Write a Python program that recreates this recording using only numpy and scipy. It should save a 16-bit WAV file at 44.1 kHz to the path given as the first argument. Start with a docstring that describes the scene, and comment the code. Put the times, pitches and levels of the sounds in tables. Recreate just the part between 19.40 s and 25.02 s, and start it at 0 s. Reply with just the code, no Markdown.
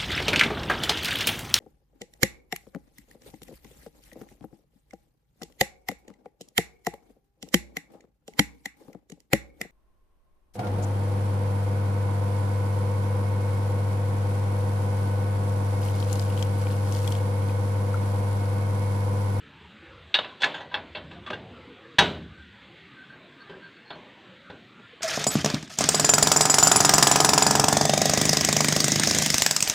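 """A soft outdoor hiss and a low floor boom come first, under an open roof.
Then a thin steel rod clinks between the pins of a bending jig: ringing modes over a clash of noise.
The hand lever clinks too and bangs home once; the timber frame knocks and carries each blow on as noise.
The rod squeaks as it is pulled round: unsteady two-mode tones, roughened by scraping."""
import sys
import numpy as np
from scipy import signal
from scipy.io import wavfile

SR = 44100
rng = np.random.default_rng(int(sys.argv[2]) if len(sys.argv) > 2 else 0)


def persist_wave(psi):
    """Save psi, clipped to +-1, as 16-bit WAV."""
    counts = np.round(np.clip(psi, -1, 1) * 32767).astype(np.int16)
    wavfile.write(sys.argv[1], SR, np.atleast_2d(counts).T)


N = 247842
TIME = np.arange(N) / SR
EDGES = 28 * 2 ** (np.arange(56) / 6)   # sixth-octave band edges, Hz
CENTRES = np.sqrt(EDGES[1:] * EDGES[:-1])

# the hand lever meets the jig: start_s, level_db, body_db, treble_db, crack_db, ring_t60_s,
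# favoured_low_mode_hz, favoured_high_mode_hz (levels in relative dB)
LEVER_BLOWS = [ (1.549, -37, 2.5, 4, -16, 0.13, 608, 2640), (1.566, -44, 9.5, 2, -9, 0.095, 842, 3360),
               (1.8620, -39, -3, -3, -13, 0.28, 1165, 3330),
               (1.9017, -31.5, 4.5, -7, -8.5, 0.086, 495, 608),
               (1.9303, -33.5, 5, -2, -10, 0.088, 1585, 2820),
               (2.5840, -18.5, 0, -0.5, -2.5, 0.19, 2977, 3784),
               (2.5873, -12, -3, 1.5, 3, 0.078, 800, 3810), (4.5030, -37.5, 2, -3.5, -17, 0.11, 400, 3350)]


def from_db(db):
    """Decibels to gain."""
    return 10 ** (np.asarray(db) / 20)


def rms_one(x):
    """Scale to unit rms."""
    return x / np.sqrt(np.mean(x ** 2) + 1e-20)


def at_hz(points, hz):
    """Read a table on a log-frequency axis."""
    f, value = np.transpose(points)
    return np.interp(np.log(hz), np.log(f), value)


def decay(t, t60):
    """Fall by 60 dB in t60 seconds."""
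    return np.exp(-np.log(1000) * t / max(t60, 1e-3))


def add(out, s, sound):
    """Mix a sound in at time s."""
    i = int(np.clip(round(s * SR), 0, N - 1))
    out[i:i + len(sound)] += sound[:N - i]


def drift(rate):
    """Random motion through `rate` normal draws a second, joined by straight lines."""
    return np.interp(TIME * rate, np.arange(4096), rng.standard_normal(4096))


def noise_bands(size, order=3):
    """Sixth-octave bands of noise; a band 1 kHz wide would have rms 1."""
    # two noises alternate, so that neighbouring bands are independent
    white = rng.standard_normal((2, size + SR // 4)) * np.sqrt(SR / 2000)
    bands = []
    for k in range(len(CENTRES)):
        sos = signal.butter(order, EDGES[k:k + 2], "band", fs=SR, output="sos")
        bands.append(signal.sosfilt(sos, white[k % 2]))
    return np.array(bands)[:, -size:]   # drop the filters' start-up


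def outdoors(middle_patchy_db=6.0, hiss_patchy_db=2.0, patches_per_s=13,
             hiss_db=2.0, waver_db=0.4, wavers_per_s=6):
    """Nearly steady hiss over a slowly swelling rumble and middle, which are patchier than the hiss."""
    # spectrum of the outdoor noise: frequency_hz, density_db (relative, per Hz)
    air = [(30, -20), (64, -33), (100, -4), (190, -1), (350, -4), (720, -15.5), (1150, -11), (1500, -7),
           (3700, -11), (4600, -23.5), (5400, -34), (7800, -34), (10000, -50.5), (15500, -50)]
    # swell of its low and middle range: time_s, rumble_db, middle_db (relative)
    background = [(0, 3, 2), (.62, 0, 6.5), (1.05, -1, 1.5), (1.4, 6.5, -3), (2.05, 8.5, 11.5),
                  (2.5, 2, 4.5), (3.2, 1.5, -1.5), (3.9, 1, 6), (4.42, -1.5, 0.5), (4.65, -2, 6.5),
                  (5.3, 3, 0.5), (5.62, -6, 3)]
    level_db = -50.5   # rms of the whole
    s, *columns = np.transpose(background)
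    rumble, middle = [np.interp(TIME, s, column) for column in columns]
    hiss = hiss_db + waver_db * drift(wavers_per_s)
    out = np.zeros(N)
    for hz, band in zip(CENTRES, noise_bands(N)):
        # crossfade the three ranges over frequency
        low = at_hz([(220, 1), (600, 0)], hz)
        high = at_hz([(900, 0), (1400, 1)], hz)
        swell_db = low * rumble + high * hiss + (1 - low - high) * middle
        patchy_db = at_hz([(1200, middle_patchy_db), (2200, hiss_patchy_db)], hz)
        out += band * from_db(at_hz(air, hz) + swell_db + patchy_db * drift(patches_per_s))
    return from_db(level_db) * rms_one(out)


def platform(hz=82, width=28):
    """The lowest resonance of the wooden floor, stirred by shifting weight and shaken by the heaviest blow."""
    # the worker shifts weight to place the rod, then to fetch the lever: start_s, length_s, level_db
    moves = [(0, 0.43, -60), (0.47, 0.11, -50.5), (1.27, 0.92, -54.5)]
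    attack_s, move_t60_s = 0.033, 0.66
    rest_db, shaken_db, shaken_t60_s = -77, -38.5, 1.39
    bang_s = max(LEVER_BLOWS, key=lambda row: row[1])[0]
    stir = np.full(N, from_db(rest_db))
    add(stir, bang_s, from_db(shaken_db) * decay(TIME, shaken_t60_s))
    for s, length, db in moves:
        rise = np.minimum(TIME / attack_s, 1)
        fall = decay(np.maximum(TIME - length, 0), move_t60_s)
        add(stir, s, from_db(db) * rise * fall)
    band = signal.butter(2, [hz - width / 2, hz + width / 2], "band", fs=SR, output="sos")
    return stir * rms_one(signal.sosfilt(band, rng.standard_normal(N)))


def contacts():
    """Every contact as (start s, level dB, colour over Hz in dB, build-up s, ring t60 s, favoured modes Hz)."""
    # the rod drops between the pins and rattles: start_s, level_db, body_db, treble_db, crack_db,
    # ring_t60_s, favoured_low_mode_hz, favoured_high_mode_hz (levels in relative dB)
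    rod_taps = [ (.7412, -25, -0.5, 11, 0.5, 0.084, 2845, 3810),
                (.7537, -27, -13, 1, -22, 0.11, 1735, 3715), (.7870, -27, 4.5, 2, -13.5, 0.072, 608, 3660),
                (.842, -39, -1.5, -1.5, -16, 0.1, 993, 2640), (1.002, -50, 17, 10.5, 5, 0.21, 1735, 3390),
                (1.0183, -31.5, 4.5, 5.5, 7, 0.086, 3390, 4440),
                (1.0322, -18.5, -8, -4.5, -15.5, 0.054, 1735, 3330),
                (1.0400, -21, -0.5, 1.5, -1, 0.076, 842, 1735),
                (1.0565, -30, 8, -4, -10, 0.092, 2640, 3520), (1.141, -37.5, 8, -3, -9, 0.22, 1585, 3580),
                (1.203, -41.5, 7, -2, -7, 0.13, 1735, 1954), (1.313, -43.5, 5, -7, -17, 0.45, 993, 1585),
                (1.3412, -26, 0.5, -4.5, -17, 0.12, 842, 2610)]
    # dull knocks as the timber frame takes the load: start_s, level_db (relative), pitch_hz, ring_t60_s
    knocks = [(1.641, -35, 151, 0.076), (1.709, -41.5, 660, .26), (4.094, -37.5, 423, 0.2),
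              (4.55, -42.5, 624, 0.33), (5.098, -33.5, 505, 0.095), (5.393, -43.5, 289, 0.1),
              (5.604, -39.5, 616, 0.065)]
    rod_bass_db, lever_bass_db = -13, -2   # the light rod hardly moves the frame, the heavy lever does
    # a harder blow builds up faster; the lightest touches only graze
    shortest_build_s, longest_build_s = 0.0019, 0.009
    medium_db, extra_build_s, build_halves_db = -30, 0.00036, 3.5   # extra build-up at medium level
    knock_build_s, knock_fall_db_per_octave = 0.005, 5   # falls above the pitch, flat below it

    for rows, bass_db in ((rod_taps, rod_bass_db), (LEVER_BLOWS, lever_bass_db)):
        for s, db, body_db, treble_db, crack_db, t60, *favoured in rows:
            colour = [(180, bass_db), (650, body_db), (1500, 0.0064), (3600, treble_db), (6500, crack_db)]
            extra_s = extra_build_s * .5 ** ((db - medium_db) / build_halves_db)
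            build = min(shortest_build_s + extra_s, longest_build_s)
            yield s, db, colour, build, t60, favoured
    for s, db, hz, t60 in knocks:
        octaves_above = np.maximum(np.log2(CENTRES / hz), 0)
        colour = np.column_stack([CENTRES, -knock_fall_db_per_octave * octaves_above])
        yield s, db, colour, knock_build_s, t60, [hz]


def blows(modes_db=0.0, favour_db=10.0, clash_db=-6.5, after_db=0.0, scatter_db=0.5,
          usual_t60=0.14, chatter_db=2.5, uneven_db=4.0):
    """Each blow rings the steel's modes over a chattering clash, then frame and roof carry it on."""
    # ringing of rod, pins and channel: frequency_hz, level_db (relative), t60_s (before the grip damps it)
    jig_modes = [(157.7, -14, 0.32), (409, -10.5, 0.11), (507, -14.5, 0.18), (608, -11, 0.18),
                 (672, -39.5, 0.33), (799, -11.5, 0.22), (835, -10, 0.14), (899, -15, 0.25),
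                 (985, -8.5, 0.32), (1114, -23, 0.021), (1386, -16.5, 0.16), (1486, -12, 0.38),
                 (1587, -3.5, 0.13), (1710, -3.5, 0.098), (1944, -9, 0.21), (2222, -9.5, 0.22),
                 (2665, -8, 0.12), (2805, -6.5, 0.11), (2734, -21, 0.36), (2935, -18.5, 0.38),
                 (3134, -13.5, 0.4), (3410, -5.5, 0.12), (3416, -5, 0.14), (3492, -11.5, 0.26),
                 (3700, -7, 0.15), (3820, -13.5, 0.27), (4260, -8, 0.19), (4530, -20.5, 0.19),
                 (4790, -16.5, 0.22), (5910, -20.5, 0.077), (8430, -27, 0.18)]
    # crowd of close, quickly damped modes: frequency_hz, density_db (relative, per Hz)
    clash_spectrum = [(35, -26.5), (80, -12), (160, -1), (400, -2), (750, -3), (1200, -2), (1700, 1),
                      (2300, -3.5), (3000, 6), (3900, 2), (5300, -13.5), (8300, -20), (9400, -36),
                      (15000, -36)]
    # damping of the clash: frequency_hz, life (share of the blow's ring time)
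    clash_life = [(500, 2.98), (3500, 0.62), (6000, 1.18), (12000, 0.3)]
    # after-sound of timber frame and roof: frequency_hz, density_db (relative, per Hz)
    after_spectrum = [(35, -44.5), (80, -15.5), (170, -7), (330, -11.5), (700, -16.5), (1500, -20),
                      (3700, -16.5), (5300, -40.5), (8000, -44), (10000, -63.5), (15000, -56.5)]
    # its dying away: frequency_hz, t60_s
    after_t60 = [(60, 1), (200, 0.95), (500, 0.63), (1500, 0.41), (4000, 0.42), (12000, 0.4)]
    span, brief = 4 * SR // 5, SR // 5   # lengths of ring and clash, samples
    after_swell_s = 0.019
    out, t, noise = np.zeros(N), TIME[:span], noise_bands(2 * SR)
    hz, mode_db, mode_t60 = np.transpose(jig_modes)
    modes = np.array([np.exp(2j * np.pi * f * t) * decay(t, t60) for f, t60 in zip(hz, mode_t60)])
    fades = np.array([decay(t, t60) for t60 in at_hz(after_t60, CENTRES)])
    fades *= 1 - np.exp(-t / after_swell_s)
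    chatter = from_db(chatter_db * drift(500))
    for s, db, colour, build, t60, favoured in contacts():
        # where and how hard the steel lands colours the blow and picks the modes that stand out
        tint = at_hz(colour, CENTRES)
        ring_db = mode_db + modes_db + at_hz(colour, hz) + scatter_db * rng.standard_normal(len(hz))
        ring_db[[np.argmin(abs(hz - f)) for f in favoured]] += favour_db
        phases = np.exp(2j * np.pi * rng.random(len(hz)))
        sound = ((from_db(ring_db) * phases) @ modes).real
        sound *= decay(t, usual_t60) ** max(usual_t60 / t60 - 1, 0)   # a firm grip damps the rod

        # each blow takes its own stretches of the noise
        i, j = rng.integers(0, SR, 2)
        dying = np.array([decay(t[:brief], t60 * life) for life in at_hz(clash_life, CENTRES)])
        uneven = uneven_db * rng.standard_normal(len(tint))
        clash_gain = from_db(at_hz(clash_spectrum, CENTRES) + clash_db + tint + uneven)
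        clash = clash_gain @ (noise[:, i:i + brief] * dying)
        sound[:brief] += clash * chatter[i:i + brief]   # the rod bounces on the pin

        after_gain = from_db(at_hz(after_spectrum, CENTRES) + after_db + tint)
        sound += np.einsum("b,bt,bt->t", after_gain, noise[:, j:j + span], fades)
        add(out, s, from_db(db) * np.minimum(t / max(build, 1e-4), 1) * sound)
    return out


def squeaks(waver=0.014, rough=0.67, scrape_db=-9.5, scrape_width_hz=650):
    """Stick and slip keeps the rod sounding in short, unsteady spells, with some scraping round it."""
    # rod rubbing on pin and lever: start_s, length_s, level_db (rms), pitch_hz, second_mode_db (re the first)
    rubs = [(1.749, 0.059, -53.5, 694, -25), (1.86, 0.037, -42.5, 1162, -26),
            (3.55, 0.13, -51.5, 1545, -23), (3.69, 0.068, -50.5, 1580, -19),
            (3.983, 0.073, -55, 1580, -5.5), (4.079, 0.087, -53, 1578, -26), (4.208, 0.1, -49.5, 1580, -16),
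            (4.317, 0.12, -63.5, 1600, -8), (4.44, .13, -55, 1555, 0.5), (5.42, 0.061, -57.5, 1397, -11)]
    second_mode_ratio = 2.756   # the rod's next bending mode sounds along
    out, wobble = np.zeros(N), drift(330)
    scrape = np.interp(TIME * scrape_width_hz, np.arange(N), rng.standard_normal(N))
    grip = 1 + rough * drift(220) + from_db(scrape_db) * scrape
    for s, length, db, hz, second_db in rubs:
        span = slice(int(s * SR), int((s + length) * SR))
        phase = 2 * np.pi * np.cumsum(hz * (1 + waver * wobble[span])) / SR
        tone = np.sin(phase) + from_db(second_db) * np.sin(second_mode_ratio * phase)
        tone *= grip[span]
        add(out, s, from_db(db) * rms_one(tone * np.sqrt(np.hanning(len(tone)))))
    return out


def scene():
    """Everything reaches both channels alike."""
    return np.tile(outdoors() + platform() + blows() + squeaks(), (2, 1))


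def record(dry, cutoff_hz=15700):
    """Peaks are clipped just under full scale, then the top is cut."""
    low_pass = signal.ellip(10, .1, 80, cutoff_hz, fs=SR, output="sos")
    return signal.sosfilt(low_pass, np.clip(dry, -.95, .95))


dry = scene()
out = record(dry)
persist_wave(out)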